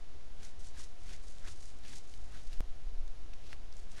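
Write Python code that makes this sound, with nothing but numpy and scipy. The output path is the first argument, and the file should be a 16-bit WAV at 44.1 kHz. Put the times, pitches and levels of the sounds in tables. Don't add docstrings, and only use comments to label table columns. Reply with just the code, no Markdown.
import sys
import numpy as np
from scipy import signal
from scipy.fft import rfft, irfft
from scipy.io import wavfile
from scipy.ndimage import uniform_filter1d

SR = 44100
rng = np.random.default_rng(int(sys.argv[2]) if len(sys.argv) > 2 else 0)


def persist_wave(psi):
    counts = np.round(np.clip(psi, -1, 1) * 32767).astype(np.int16)
    wavfile.write(sys.argv[1], SR, np.atleast_2d(counts).T)


N = 176400

SNOW_GRAINS_PER_S, SNOW_SPREAD_DB = 7000, 2.6
# f/Hz, relative level/dB
SNOW_EQ = [(150, 13), (500, -4), (900, -8.5), (1400, -2), (2900, -1), (4000, 0), (6500, -5), (9500, -13.5),
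           (12000, -17.5), (15000, -41)]
# peak t/s, rise/s, fall/s, level/dB
SHOVES = [(.445, 0.04, 0.03, -60.5), (.80, 0.041, 0.028, -57.5), (1.113, 0.042, .036, -55),
          (1.481, .01, 0.0043, -52.5), (1.49, .045, 0.032, -58), (1.852, 0.012, 0.0087, -58),
          (1.887, 0.02, 0.032, -54), (1.95, 0.022, 0.034, -57), (2.36, 0.025, 0.04, -57),
          (2.535, 0.021, .035, -59), (3.52, 0.062, 0.023, -58), (3.526, .004, .003, -56),
          (3.77, 0.046, .06, -68), (3.995, 0.037, .04, -54.5)]
def snow_crunch(t):
    crystals = colour(grains(SNOW_GRAINS_PER_S, SNOW_SPREAD_DB), SNOW_EQ)
    clumps = undb(1.4 * drift(rate_hz=120))
    return crystals * clumps * swells(SHOVES, t)


# peak t/s, rise/s, fall/s, level/dB, f/Hz
CREAKS = [(.45, .035, 0.026, -69, 1740), (.795, 0.027, .02, -61.5, 1660),
          (1.115, 0.017, 0.025, -62.5, 1930), (1.472, 0.023, 0.011, -59.5, 1660),
          (1.484, 0.0046, 0.0098, -59, 1360), (1.852, .012, .04, -69, 1850),
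          (2.35, 0.028, 0.018, -62, 1575), (3.98, 0.01, 0.024, -58, 1720)]
def snow_creaks(t):
    slips_per_s, jitter, spread_db = 110, .35, 2.5
    ring_s, pitch_scatter, scrape_db = .0017, .11, -3.5
    gap, size, detune = rng.standard_normal((int(2 * slips_per_s * N / SR), 3)).T
    starts = np.append(0, np.cumsum(np.exp(jitter * gap)) / slips_per_s)
    slip = np.searchsorted(starts, t, side="right") - 1
    age = t - starts[slip]
    decay = undb(spread_db * size[slip]) * np.exp(-age / ring_s)
    grit = grains(SNOW_GRAINS_PER_S, SNOW_SPREAD_DB)
    out = np.zeros(N)
    for *swell, hz in CREAKS:
        slip_hz = hz * np.exp(pitch_scatter * detune[slip])
        ring = unit(decay * np.sin(2 * np.pi * slip_hz * age))
        scrape = undb(scrape_db) * band(grit, [hz / np.sqrt(2), hz * np.sqrt(2)])
        out += unit(ring + scrape) * swells([swell], t)
    return out


# f/Hz, relative level/dB
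LEAF_EQ = [(500, -47), (2000, -8.5), (3500, -2), (6500, 3.5), (8000, -1.5), (9700, -3), (12000, -21),
           (15000, -45)]
# peak t/s, rise/s, fall/s, level/dB
RUSTLES = [(.434, 0.0078, 0.034, -59), (.598, 0.003, 0.037, -63), (.66, .011, 0.024, -59.5),
           (.80, 0.016, 0.036, -55), (1.135, 0.068, 0.023, -61.5), (1.29, 0.04, 0.07, -64),
           (1.515, 0.037, .013, -57), (1.648, 0.069, 0.046, -60.5), (1.895, 0.02, 0.046, -60.5),
           (1.957, 0.0063, 0.0043, -57), (1.981, 0.014, 0.0092, -57.5), (2.12, 0.18, 0.25, -68.5),
           (2.365, .0099, .034, -66.5), (2.47, 0.0055, 0.0064, -60.5), (2.53, 0.085, 0.037, -70.5),
           (3.765, 0.012, 0.048, -68.5), (3.92, 0.01, 0.014, -61.5), (3.967, 0.0025, .03, -62)]
def leaf_rustles(t):
    crinkle = colour(grains(per_s=4000, spread_db=3.3), LEAF_EQ)
    clumps = undb(2.2 * drift(rate_hz=150))
    return crinkle * clumps * swells(RUSTLES, t)


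# f/Hz, relative level/dB
CRACK_EQ = [(500, -3), (1500, -4.5), (4000, 3), (7000, -15), (10000, -8.5), (12500, -7), (15000, -40)]
# t/s, level/dB, f/Hz
SNAPS = [(.431, -45, 5260), (0.595, -52.5, 6940), (1.095, -48, 2600), (1.11, -46.5, 3100),
         (1.197, -52, 3550), (1.237, -52.5, 7500), (1.35, -54.5, 4500), (1.384, -49, 6100),
         (1.476, -45, 2700), (1.482, -46, 3280), (1.56, -58, 6500), (1.628, -48, 5000), (1.787, -50, 7000),
         (1.837, -54, 3500), (1.851, -47, 3200), (1.882, -54, 2800), (1.9333, -45, 2000),
         (1.955, -51, 6470), (1.959, -51, 5370), (2.119, -55, 7500), (2.139, -44, 3540), (2.472, -51, 4000),
         (2.53, -44, 3770), (3.078, -49.5, 5660), (3.3343, -50.5, 2550), (3.337, -47.5, 5050),
         (3.5298, -39, 1980), (3.726, -50, 5500), (3.738, -55, 5800), (3.768, -48.5, 6000)]
def stem_snaps(t):
    decay_s, tail_s, tail_db = .0015, .0069, -23
    ring_cycles, ring_db, top_hz = 2, 3, 10800
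    crack = undb(-1.5) * colour(rng.standard_normal(N), CRACK_EQ)
    out = np.zeros(N)
    for start, db, hz in SNAPS:
        age = np.maximum(t - start, 0)
        decay = (t >= start) * (np.exp(-age / decay_s) + undb(tail_db) * np.exp(-age / tail_s))
        splinters = band(rng.standard_normal(N), hz * np.exp([-.22, .22]))
        ring = undb(ring_db) * np.sin(2 * np.pi * hz * age) * np.exp(-hz * age / ring_cycles)
        out += undb(db) / 2 * (ring + decay * (splinters + crack))
    return signal.sosfilt(signal.butter(4, top_hz, fs=SR, output="sos"), out)


# f/Hz, relative level/dB
BUMP_EQ = [(20, 5), (45, 13), (75, 3.5), (110, -15.5), (200, -19.5), (450, -18.5), (900, -63), (3000, -90)]
# peak t/s, rise/s, fall/s, level/dB
BUMPS = [(.165, 0.015, 0.0087, -45), (.595, 0.015, .024, -47), (.785, .014, 0.023, -52),
         (1.105, .028, .013, -51.5), (1.46, .0079, 0.024, -45.5), (3.545, 0.02, 0.031, -50.5)]
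def soft_bumps(t):
    return colour(rng.standard_normal(N), BUMP_EQ) * swells(BUMPS, t)


def click(t, start_s=2.606, level_db=-27.8, decay_s=.009):
    age = np.maximum(t - start_s, 0)
    return undb(level_db) * (t >= start_s) * np.exp(-age / decay_s)


# f/Hz, relative level/dB
HISS_EQ = [(35, 12.5), (70, 18.5), (130, 5), (250, 1), (450, 0), (700, -1.5), (1100, -6.5), (2200, -9),
           (4000, -10.5), (6800, -14.5), (7800, -22), (9800, -20.5), (12500, -31.5), (15000, -47)]
def hiss(level_db=-57):
    return undb(level_db) * colour(rng.standard_normal(N), HISS_EQ)


def whine(centre_hz=702.3, waver_hz=3.16, level_db=-76):
    hz = centre_hz + waver_hz * drift(rate_hz=12)
    return undb(level_db) * unit(np.sin(2 * np.pi * np.cumsum(hz) / SR))


# f/Hz, relative level/dB
AIR_EQ = [(3, -15.5), (9, 5), (18, 2.5), (28, -13.5), (50, -13.5), (75, -39.5), (120, -51.5), (2000, -130)]
# t/s, level/dB
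GUSTS = [(0, -44), (.72, -45.5), (.85, -42.5), (1.0, -46.5), (1.27, -36.5), (1.42, -42), (2.08, -49),
         (2.21, -31), (2.29, -32), (2.39, -43.5), (2.48, -33.5), (2.63, -26), (2.68, -39.5), (2.81, -45.5),
         (2.87, -30), (3.2, -36.5), (3.29, -35), (3.55, -43), (4, -37.5)]
def air_rumble(t):
    gust_db = np.interp(t, *np.array(GUSTS).T)
    return undb(gust_db) * colour(rng.standard_normal(N), AIR_EQ)


def undb(db):
    return 10 ** (np.asarray(db) / 20)


def unit(x):
    return x / np.sqrt(np.mean(x ** 2))


def colour(x, eq):
    hz, db = np.array(eq).T
    f = np.maximum(np.fft.rfftfreq(N, 1 / SR), 1)
    gain = undb(np.interp(np.log(f), np.log(hz), db))
    return unit(irfft(rfft(x - x.mean()) * gain, N))


def band(x, edges_hz):
    return unit(signal.sosfilt(signal.butter(2, edges_hz, "band", fs=SR, output="sos"), x))


def drift(rate_hz):
    hold = int(SR / rate_hz)
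    steps = rng.standard_normal(N)[np.arange(N) // hold]
    return unit(uniform_filter1d(steps, hold))


def grains(per_s, spread_db):
    size = undb(spread_db * np.minimum(rng.exponential(size=N), np.log(100)))
    return (rng.random(N) < per_s / SR) * size * np.sign(rng.standard_normal(N))


def swells(table, t, shape=1.42):
    power = np.zeros(N)
    for peak, rise, fall, db in table:
        away = np.abs((t - peak) / np.where(t < peak, rise, fall))
        power += (undb(db) * np.exp(-away ** shape / 2)) ** 2
    return np.sqrt(power)


def scene():
    t = np.arange(N) / SR
    deer = snow_crunch(t) + snow_creaks(t) + leaf_rustles(t) + stem_snaps(t) + soft_bumps(t)
    return (deer + click(t) + hiss() + whine() + air_rumble(t))[None]


def record(dry):
    offset, top_hz, low_hz, fade_s = -.0254, 15700, 100, .03
    t = np.arange(N) / SR
    from_end_s = np.minimum(t, t[::-1])
    fade = np.sin(np.pi / 2 * np.minimum(from_end_s / fade_s, 1)) ** 2
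    lows = signal.sosfiltfilt(signal.butter(2, low_hz, fs=SR, output="sos"), dry) + offset
    top_cut = signal.ellip(8, .2, 70, top_hz, fs=SR, output="sos")
    return signal.sosfilt(top_cut, dry + offset - (1 - fade) * lows)


dry = scene()
out = record(dry)
persist_wave(out)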